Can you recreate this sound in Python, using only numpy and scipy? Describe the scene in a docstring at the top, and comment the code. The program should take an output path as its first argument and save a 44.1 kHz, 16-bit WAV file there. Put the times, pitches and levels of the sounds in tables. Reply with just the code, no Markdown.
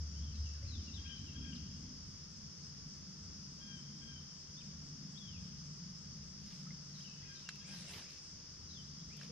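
"""Crickets and katydids scrape their wings all along a wooded lake shore at dusk, heard in stereo
from a fishing boat on calm water. Close by on the bow an angler lifts the lure out with a splash, clicks
the reel and casts again: the line hisses and the rod swishes. A jay and small songbirds call from
the trees to the left, and a far motor hums and rumbles over the water, under a hush of evening air."""
import sys
import numpy as np
from scipy import signal
from scipy.fft import rfft, irfft
from scipy.io import wavfile
from scipy.ndimage import uniform_filter1d

SR = 44100
rng = np.random.default_rng(int(sys.argv[2]) if len(sys.argv) > 2 else 0)


def put_to_file(sound):
    """Save the sound as 16-bit audio at rate SR, in the file named by the first command-line argument."""
    columns = np.atleast_2d(sound).T  # one column per channel
    safe = np.clip(columns, -1, 1)
    whole_steps = np.round(safe * 32767)
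    wavfile.write(sys.argv[1], SR, whole_steps.astype(np.int16))


N = 410571
TIME = np.arange(N) / SR
FREQS = np.maximum(np.fft.rfftfreq(N, 1 / SR), 1)
# eddies off the rod tip, back swing then forward swing: time_s, tip_hz, whistle_db
ROD_SWING = [(7.645, 6800, -65), (7.69, 9560, -63.5), (7.755, 12800, -72), (7.81, 10220, -63.5),
             (7.85, 8360, -64), (7.9, 10150, -58.5), (7.95, 14400, -65.5), (8.06, 7900, -70)]


def insects():
    """Countless wings on the far shore merge into a shimmer; nearer crickets chirp almost pure tones."""
    # spectrum of the chorus: frequency_hz, level_db
    chorus = [(3700, -58), (4150, -17.5), (4500, -5.5), (4850, 2.5), (5250, 3), (5650, 1.5), (6600, -7),
              (7000, -16), (7600, -25), (8500, -54)]
    # nearer crickets: pitch_hz, chirps_per_s, level_db, pan_db
    crickets = [(5140, 7.3, -68.5, -6.5), (5300, 11, -70.5, -0.5), (5560, 14, -71, 4), (6470, 5, -80, 3)]
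    out = noise(at_hz(chorus), likeness=0.36) * from_db(-54.5 + 0.7 * drift(15))
    for hz, chirps_per_s, level_db, pan_db in crickets:
        chirps = np.maximum(np.sin(phase_of(chirps_per_s * (1 + 0.1505 * drift(4)))), 0)
        tones = np.array([np.sin(phase_of(hz * (1 + .006 * drift(25)))) for side in range(2)])
        out += panned(rms_one(chirps * tones), pan_db) * from_db(level_db + 1.7 * drift(7.4))
    return out


def katydid(every_s=.2805, scrape_s=.1):
    """Each high chirp is a scrape of the file that rings a narrow wing resonance."""
    # loudness of the chirping: time_s, level_db
    loudness = [(.5, -87), (2.2, -79.5), (5.3, -77.5), (8.6, -82)]
    scraping = (TIME - .92 + .022 * drift(3)) % every_s < scrape_s
    wing = noise(resonance(7830, width_hz=120), likeness=0.095)
    return wing * uniform_filter1d(from_db(in_time(loudness)[0]) * scraping, size=1700)


def reel_clicks(attack_s=0.0003, rattle_s=0.0094, spark_s=0.0058):
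    """Close to the microphones the clutch snaps and rings the reel body; loose parts rattle after it."""
    # snaps of the clutch: start_s, level_db, tilt_db_per_octave
    clicks = [(7.4897, -28, 3), (7.557, -45, 9.5), (9.168, -55.5, 16.5), (9.213, -42, -1.5)]
    # modes of the reel body: pitch_hz, level_db, decay_s
    modes = [(1630, 0.5, 0.0012), (2700, -13.5, 0.0047), (4120, -12, 0.0036), (5500, 2, 0.00057),
             (6650, -7, 0.0008)]
    out, t = np.zeros((2, N)), TIME[:SR // 20]
    rattle_band = signal.butter(2, [1100, 5500], "band", fs=SR, output="sos")
    for start_s, level_db, tilt_db in clicks:
        ring = 0
        for hz, mode_db, decay_s in modes:
            gain = from_db(mode_db + tilt_db * np.log2(hz / 4000))
            ring += gain * np.sin(2 * np.pi * hz * t) * np.exp(-t / decay_s)
        white = rng.standard_normal((2, len(t)))
        rattle = from_db(-17) * rms_one(signal.sosfilt(rattle_band, white)) * np.exp(-t / rattle_s)
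        # bright clicks carry a spark of treble
        spark = from_db(-4 + 2 * (tilt_db - 15.5)) * white * np.exp(-t / spark_s)
        add(out, start_s, from_db(level_db) * (1 - np.exp(-t / attack_s)) * (ring + spark + rattle))
    return out


def splash_and_cast(release_s=7.3, payout_db=-70, fade_db_per_s=16, shaft_share=0.0774):
    """Off the bow the lure splashes out; then line hisses through the guides and the rod swishes."""
    # bursts of hiss and swish, the lure splashing out, then rod strokes:
    # peak_s, half_length_s, hiss_db, swish_db
    bursts = [(6.545, 0.064, -64.5, -77), (6.996, 0.05, -65.5, -84), (7.723, 0.03, -69, -60),
              (7.783, 0.05, -59.5, -64.5), (7.951, 0.044, -57, -53.5), (8.124, 0.032, -62.5, -74),
              (9.232, 0.035, -63, -62.5)]
    # spectra of the hiss and the swish: frequency_hz, level_db
    hiss_spectrum = [(700, -18), (1500, -2), (4500, 7), (9000, -8.5), (12500, -14.5), (15000, -32)]
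    swish_spectrum = [(150, -9), (450, 3), (800, -8), (2400, -2.5), (3800, -4), (6000, -27), (13000, -44)]
    hiss_gain = from_db(payout_db - fade_db_per_s * np.abs(TIME - release_s)) * (TIME > release_s)
    swish_gain = 0
    for peak_s, half_s, hiss_db, swish_db in bursts:
        burst = surge(peak_s, half_s)
        hiss_gain = np.hypot(hiss_gain, from_db(hiss_db) * burst)
        swish_gain = np.hypot(swish_gain, from_db(swish_db) * burst)
    grain = from_db(4 * np.tanh(drift(350)))
    hiss = noise(at_hz(hiss_spectrum), likeness=0.25, distant=False) * hiss_gain * grain
    # eddies leave the thick shaft at a rate that follows the rod's speed
    eddy_s = 1 / (shaft_share * in_time(ROD_SWING)[0])
    air = noise(at_hz(swish_spectrum), likeness=0.73, distant=False)
    delayed = np.array([np.interp(TIME - eddy_s, TIME, side) for side in air])
    swish = rms_one(air + .5 * delayed) * swish_gain * grain
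    return panned(hiss, pan_db=-5) + swish


def spool():
    """The spool whirs briefly after the cast, its pitch rising and falling with its spin."""
    spin = surge(peak_s=8.25, half_s=0.049)
    whir = breathy_tone(8600 * spin ** .08, width_hz=450)
    return panned(from_db(-73) * spin * whir, pan_db=-5)


def rod_whistle():
    """Each section of the swung rod sheds eddies at its own pitch, highest towards the tip."""
    tip_hz, level_db = in_time(ROD_SWING)
    swinging = (TIME > ROD_SWING[0][0]) & (TIME < ROD_SWING[-1][0])
    eddies = sum(breathy_tone(tip_hz * share, width_hz=530) for share in np.linspace(.55, .95, 4))
    return panned(rms_one(eddies) * from_db(level_db) * swinging, pan_db=-5)


def drips(decay_cycles=14, rise=0.073):
    """Each drop or slap of water traps a bubble whose pitch rises as it dies; large ones ring longer."""
    # drips on the lake and glugs under the hull: start_s, pitch_hz, level_db
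    bubbles = [(.625, 544, -59), (6.667, 1266, -56), (6.705, 2040, -50.5), (7.006, 3100, -51),
               (9.293, 472, -52)]
    out, t = np.zeros(N), TIME[:SR // 5]
    for start_s, hz, level_db in bubbles:
        age = t * hz / decay_cycles
        tone = np.sin(phase_of(hz * (1 + rise * np.tanh(age / 2))))
        add(out, start_s, from_db(level_db) * tone * np.exp(-age) * (1 - np.exp(-8 * age)))
    return out


def lure_spray(start_s=6.48, spread_s=0.32, count=70, low_hz=1700, high_hz=3700, decay_cycles=2):
    """The lifted lure sheds droplets that patter on the lake, dense at first, then thinning out."""
    out, t = np.zeros(N), TIME[:SR // 20]
    for when, smallness, strength in rng.random((count, 3)):
        hz = low_hz * (high_hz / low_hz) ** smallness
        droplet = np.sin(2 * np.pi * hz * t) * np.exp(-t * hz / decay_cycles)
        level_db = -70 + 20 * strength ** 2 - 10 * when
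        add(out, start_s + spread_s * when ** 1.4, from_db(level_db) * droplet)
    return out


def jay():
    """A nasal cry from the trees, sounding on its second to fourth partials."""
    # cries: start_s, fundamental_hz, fourth_partial_db, second_partial_db
    cries = [(0.973, 814.6, -61.5, -76), (1.342, 811, -64, -75.5), (3.6, 807, -65, -77.5),
             (4, 802.4, -66.5, -79), (7.207, 814, -72, -75), (7.595, 813, -71, -76)]
    # a short yelp, a catch, then a held note that sags: time_s, pitch_ratio, gain_db
    cry_shape = [(0, 1, 4), (.035, 1, 1), (.055, 1, -12), (.085, 1, 0), (.14, .988, 0), (.205, .95, 1)]
    out = np.zeros(N)
    for start_s, hz, fourth_db, second_db in cries:
        partials = [(4, fourth_db), (3, second_db - 4.5), (2, second_db)]
        contour = [(t, hz * ratio, db) for t, ratio, db in cry_shape]
        add(out, start_s, bird_note(contour, partials, waver=0.009, flutter_db=3.5))
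    return out


def songbirds():
    """Each whistled note bends smoothly through three pitches: an arch, a scoop or a quick fall."""
    # notes: start_s, length_s, start_hz, middle_hz, end_hz, level_db
    notes = [(.125, 0.24, 2760, 3250, 2504, -73), (.535, .08, 1980, 1500, 1680, -77),
             (0.656, 0.15, 4560, 3810, 2990, -65), (.93, 0.056, 3340, 3680, 2760, -62),
             (1.05, 0.15, 2300, 3130, 2804, -64), (1.518, 0.017, 3050, 2894, 2750, -60.5),
             (1.546, 0.023, 5420, 4250, 2900, -62), (4.565, 0.038, 3390, 3640, 3660, -65),
             (4.599, .027, 3650, 2730, 2150, -68), (5.152, .043, 3100, 3420, 3720, -64),
             (5.186, .12, 3520, 3305, 3250, -65), (5.265, .13, 3360, 2815, 2315, -69.5),
             (8.684, .045, 4080, 3880, 3990, -66), (8.727, .088, 4000, 3400, 3350, -67),
             (8.989, .04, 3270, 3450, 3750, -71), (9.093, 0.08, 1880, 2566, 2950, -71),
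             (9.166, .07, 3550, 3170, 2850, -71)]
    out = np.zeros(N)
    for start_s, length_s, *pitches, level_db in notes:
        bend = np.polyfit([0, .5, 1], pitches, 2)
        contour = [(u * length_s, np.polyval(bend, u), level_db) for u in np.linspace(0, 1)]
        add(out, start_s, bird_note(contour))
    return out


def far_songbird(every_s=.41, glide_s=.045):
    """Deeper in the woods a bird repeats three whistled glides at an even pace."""
    # phrases: start_s, repeats, level_db
    phrases = [(0.324, 3, -68), (6.924, 3, -64)]
    # two falling slurs and an upward scoop: after_s, length_s, from_hz, towards_hz, gain_db
    motif = [(0, .055, 4750, 3150, -4.5), (.112, .075, 3050, 2520, -3), (.29, .07, 1650, 2950, -8.5)]
    out = np.zeros(N)
    for start_s, repeats, level_db in phrases:
        for motif_s in start_s + every_s * np.arange(repeats):
            for after_s, length_s, from_hz, to_hz, gain_db in motif:
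                glide = [(t, to_hz + (from_hz - to_hz) * np.exp(-t / glide_s), level_db + gain_db)
                         for t in np.linspace(0, length_s)]
                add(out, motif_s + after_s, bird_note(glide))
    return out


def woods(call, tail_db, left_lag_s=.00006):
    """On the shore to the left, leaves blur each note and the trunks scatter a longer tail."""
    t = TIME[:2 * SR]

    def scattered(t60_s):
        echoes = rng.standard_normal((2, len(t))) * from_db(-60 * t / t60_s)
        return signal.fftconvolve(call[None], rms_one(echoes) / np.sqrt(len(t)), axes=1)[:, :N]

    direct = np.array([np.interp(TIME - left_lag_s, TIME, call), call])
    leaves = from_db(-5) * scattered(t60_s=.14)
    trunks = from_db(tail_db) * scattered(t60_s=1.4)
    return panned(direct + leaves, pan_db=14.5) + panned(trunks, pan_db=15.5)


def motor(firing_hz=73.8, octave_hz=145, hold_s=0.25, fade_db_per_s=12.5):
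    """Far across the water, a wavering exhaust note and its octave over rumble that swells and fades."""
    # swells of the low boom, the rumble and the upper rumble, each scaled below: time_s, level_db
    boom_swells = [(0, -42.5), (0.4, -37.5), (0.8, -48), (1.6, -48), (2.0, -51), (2.75, -62), (2.87, -41.5),
                   (3.05, -69), (3.3, -49.5), (3.7, -63.5), (5.4, -58), (7.1, -69), (8.45, -61),
                   (8.63, -53.5), (9.0, -65.5)]
    rumble_swells = [(0.35, -53), (0.62, -59), (0.9, -57.5), (1.45, -49.5), (2.2, -53), (3.9, -51.5),
                     (4.45, -56), (4.7, -49), (6.4, -51), (7.05, -50.5), (7.45, -58.5), (7.72, -51.5),
                     (8.2, -63.5), (8.85, -53)]
    upper_swells = [(0, -71), (0.35, -59.5), (0.58, -72), (0.88, -52.5), (1.15, -63.5), (1.42, -53),
                    (2.0, -60.5), (2.3, -68.5), (3.4, -65.5), (3.65, -61), (4.05, -58), (4.3, -76),
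                    (5.0, -61.5), (5.8, -76), (9.31, -67)]
    boom_db, rumble_db, upper_db = in_time(boom_swells) + in_time(rumble_swells) + in_time(upper_swells)
    boom_db = -60.5 + 0.59 * (boom_db - boom_db.mean())
    # the exhaust note holds, then sinks to a faint hum
    exhaust_db = np.maximum(-44 - fade_db_per_s * np.maximum(TIME - hold_s, 0), -83.5)
    speed = 1 + 0.016 * drift(14)
    exhaust = from_db(exhaust_db + 0.76 * drift(27)) * np.sin(phase_of(firing_hz * speed))
    octave = from_db(rumble_db - 8.5 + 2 * drift(10)) * np.sin(phase_of(octave_hz * speed))
    boom = noise(resonance(82.5, width_hz=19), likeness=0.97) * from_db(boom_db + 3.9 * drift(14))
    hump = resonance(148, width_hz=39) + resonance(202.3, width_hz=42)
    rumble = noise(hump, likeness=0.92) * from_db(rumble_db - 4.5 + 1.67 * drift(9))
    upper = noise(resonance(232, width_hz=48.5), likeness=0.95)
    upper *= from_db(upper_db - 0.74 + 2.85 * drift(12))
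    return panned(np.sqrt(2) * (exhaust + octave), pan_db=1) + boom + rumble + upper


def evening_air():
    """A soft, steady hush all round the boat."""
    # spectrum of the hush: frequency_hz, level_db
    hush = [(300, 10), (450, 6), (750, -1.5), (1250, 4), (2450, -3), (3450, 1.5), (4100, -3.5),
            (8500, -14.5), (10200, -14.5), (11000, -20.5), (12300, -16), (13200, -48)]
    return noise(at_hz(hush), likeness=0.32) * from_db(-64)


def bird_note(contour, partials=((1, 0),), waver=0.0263, flutter_db=2.5):
    """One slightly unsteady note that swells and fades along rows of time_s, pitch_hz, level_db."""
    t = np.arange(contour[0][0], contour[-1][0], 1 / SR)
    hz, level_db = in_time(contour, t)
    wobble, flutter = [np.interp((t - t[0]) * 130, np.arange(len(t)), knots)
                       for knots in rng.standard_normal((2, len(t)))]
    phase = phase_of(hz * (1 + waver * wobble))
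    swell = np.sqrt(np.abs(np.sin(np.linspace(0, np.pi, len(t)))))
    tone = sum(from_db(db) * np.sin(harmonic * phase) for harmonic, db in partials)
    return np.sqrt(2) * tone * swell * from_db(level_db + flutter_db * flutter)


def noise(colour_db, likeness, distant=True):
    """Stereo noise of rms 1; likeness is the share of power common to both microphones."""
    # distant sound takes on the shore's balance: frequency_hz, left_over_right_db
    shore_balance = [(180, 0.5), (550, -3), (1100, 0.5), (3600, 7), (4500, -0.5), (5100, 1.5), (6000, 5),
                     (7500, 9), (8500, -1)]
    # and its phase between the microphones: frequency_hz, left_lead_rad
    shore_phase = [(200, 0), (600, -1), (4000, 0.5), (4500, -2), (5800, -3), (6900, -2.5)]
    common, left, right = rfft(rng.standard_normal((3, N)))
    pair = np.sqrt(likeness) * common + np.sqrt(1 - likeness) * np.array([left, right])
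    pair *= from_db(colour_db)
    if distant:
        lean = from_db(at_hz(shore_balance) / 2) * np.exp(.5j * at_hz(shore_phase))
        pair *= np.array([lean, 1 / lean])
    return rms_one(irfft(pair, N))


def breathy_tone(hz, width_hz):
    """A narrow band of close noise that follows a pitch curve."""
    return noise(resonance(0, width_hz), likeness=0, distant=False) * np.sin(phase_of(hz))


def surge(peak_s, half_s):
    """A smooth rise and fall; 1 at its peak."""
    return np.exp(1 - np.hypot(1, (TIME - peak_s) / half_s))


def from_db(db):
    """Decibels to gain."""
    return 10 ** (np.asarray(db) / 20)


def rms_one(x):
    """Scale to unit power."""
    return x / np.sqrt(np.mean(x ** 2) + 1e-20)


def in_time(rows, t=TIME):
    """Each column of a curve, read at the times t."""
    time_s, *columns = np.transpose(rows)
    return [np.interp(t, time_s, column) for column in columns]


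def at_hz(points):
    """A spectrum read on a log-frequency axis."""
    hz, value = np.transpose(points)
    return np.interp(np.log(FREQS), np.log(hz), value)


def resonance(hz, width_hz):
    """A peak with steep skirts, in dB at every frequency."""
    return -20 * np.log10(1 + ((FREQS - hz) / width_hz) ** 2)


def drift(rate_hz):
    """A random wander with a spread of about one."""
    return np.interp(TIME * rate_hz, np.arange(N), rng.standard_normal(N))


def phase_of(hz):
    """Phase of an oscillator that follows a pitch curve."""
    return 2 * np.pi * np.cumsum(hz) / SR


def add(track, start_s, sound):
    """Mix a short sound into a track."""
    i = max(round(start_s * SR), 0)
    track[..., i:i + sound.shape[-1]] += sound[..., :max(N - i, 0)]


def panned(x, pan_db):
    """Left louder than right by pan_db."""
    return x * from_db(np.array([[pan_db], [-pan_db]]) / 2)


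def scene():
    """From the boat: the shore and the motor far off, the angler and the water close by."""
    air = evening_air()
    birds = woods(songbirds(), tail_db=-3) + woods(jay(), tail_db=-2) + woods(far_songbird(), tail_db=2)
    distance = insects() + katydid() + birds + motor() + air
    angler = splash_and_cast() + spool() + rod_whistle() + reel_clicks()
    return distance + angler + drips() + lure_spray()


def record(dry, cutoff_hz=15800):
    """The top of the treble is cut steeply."""
    return signal.sosfilt(signal.cheby2(12, 70, cutoff_hz, fs=SR, output="sos"), dry)


dry = scene()
out = record(dry)
put_to_file(out)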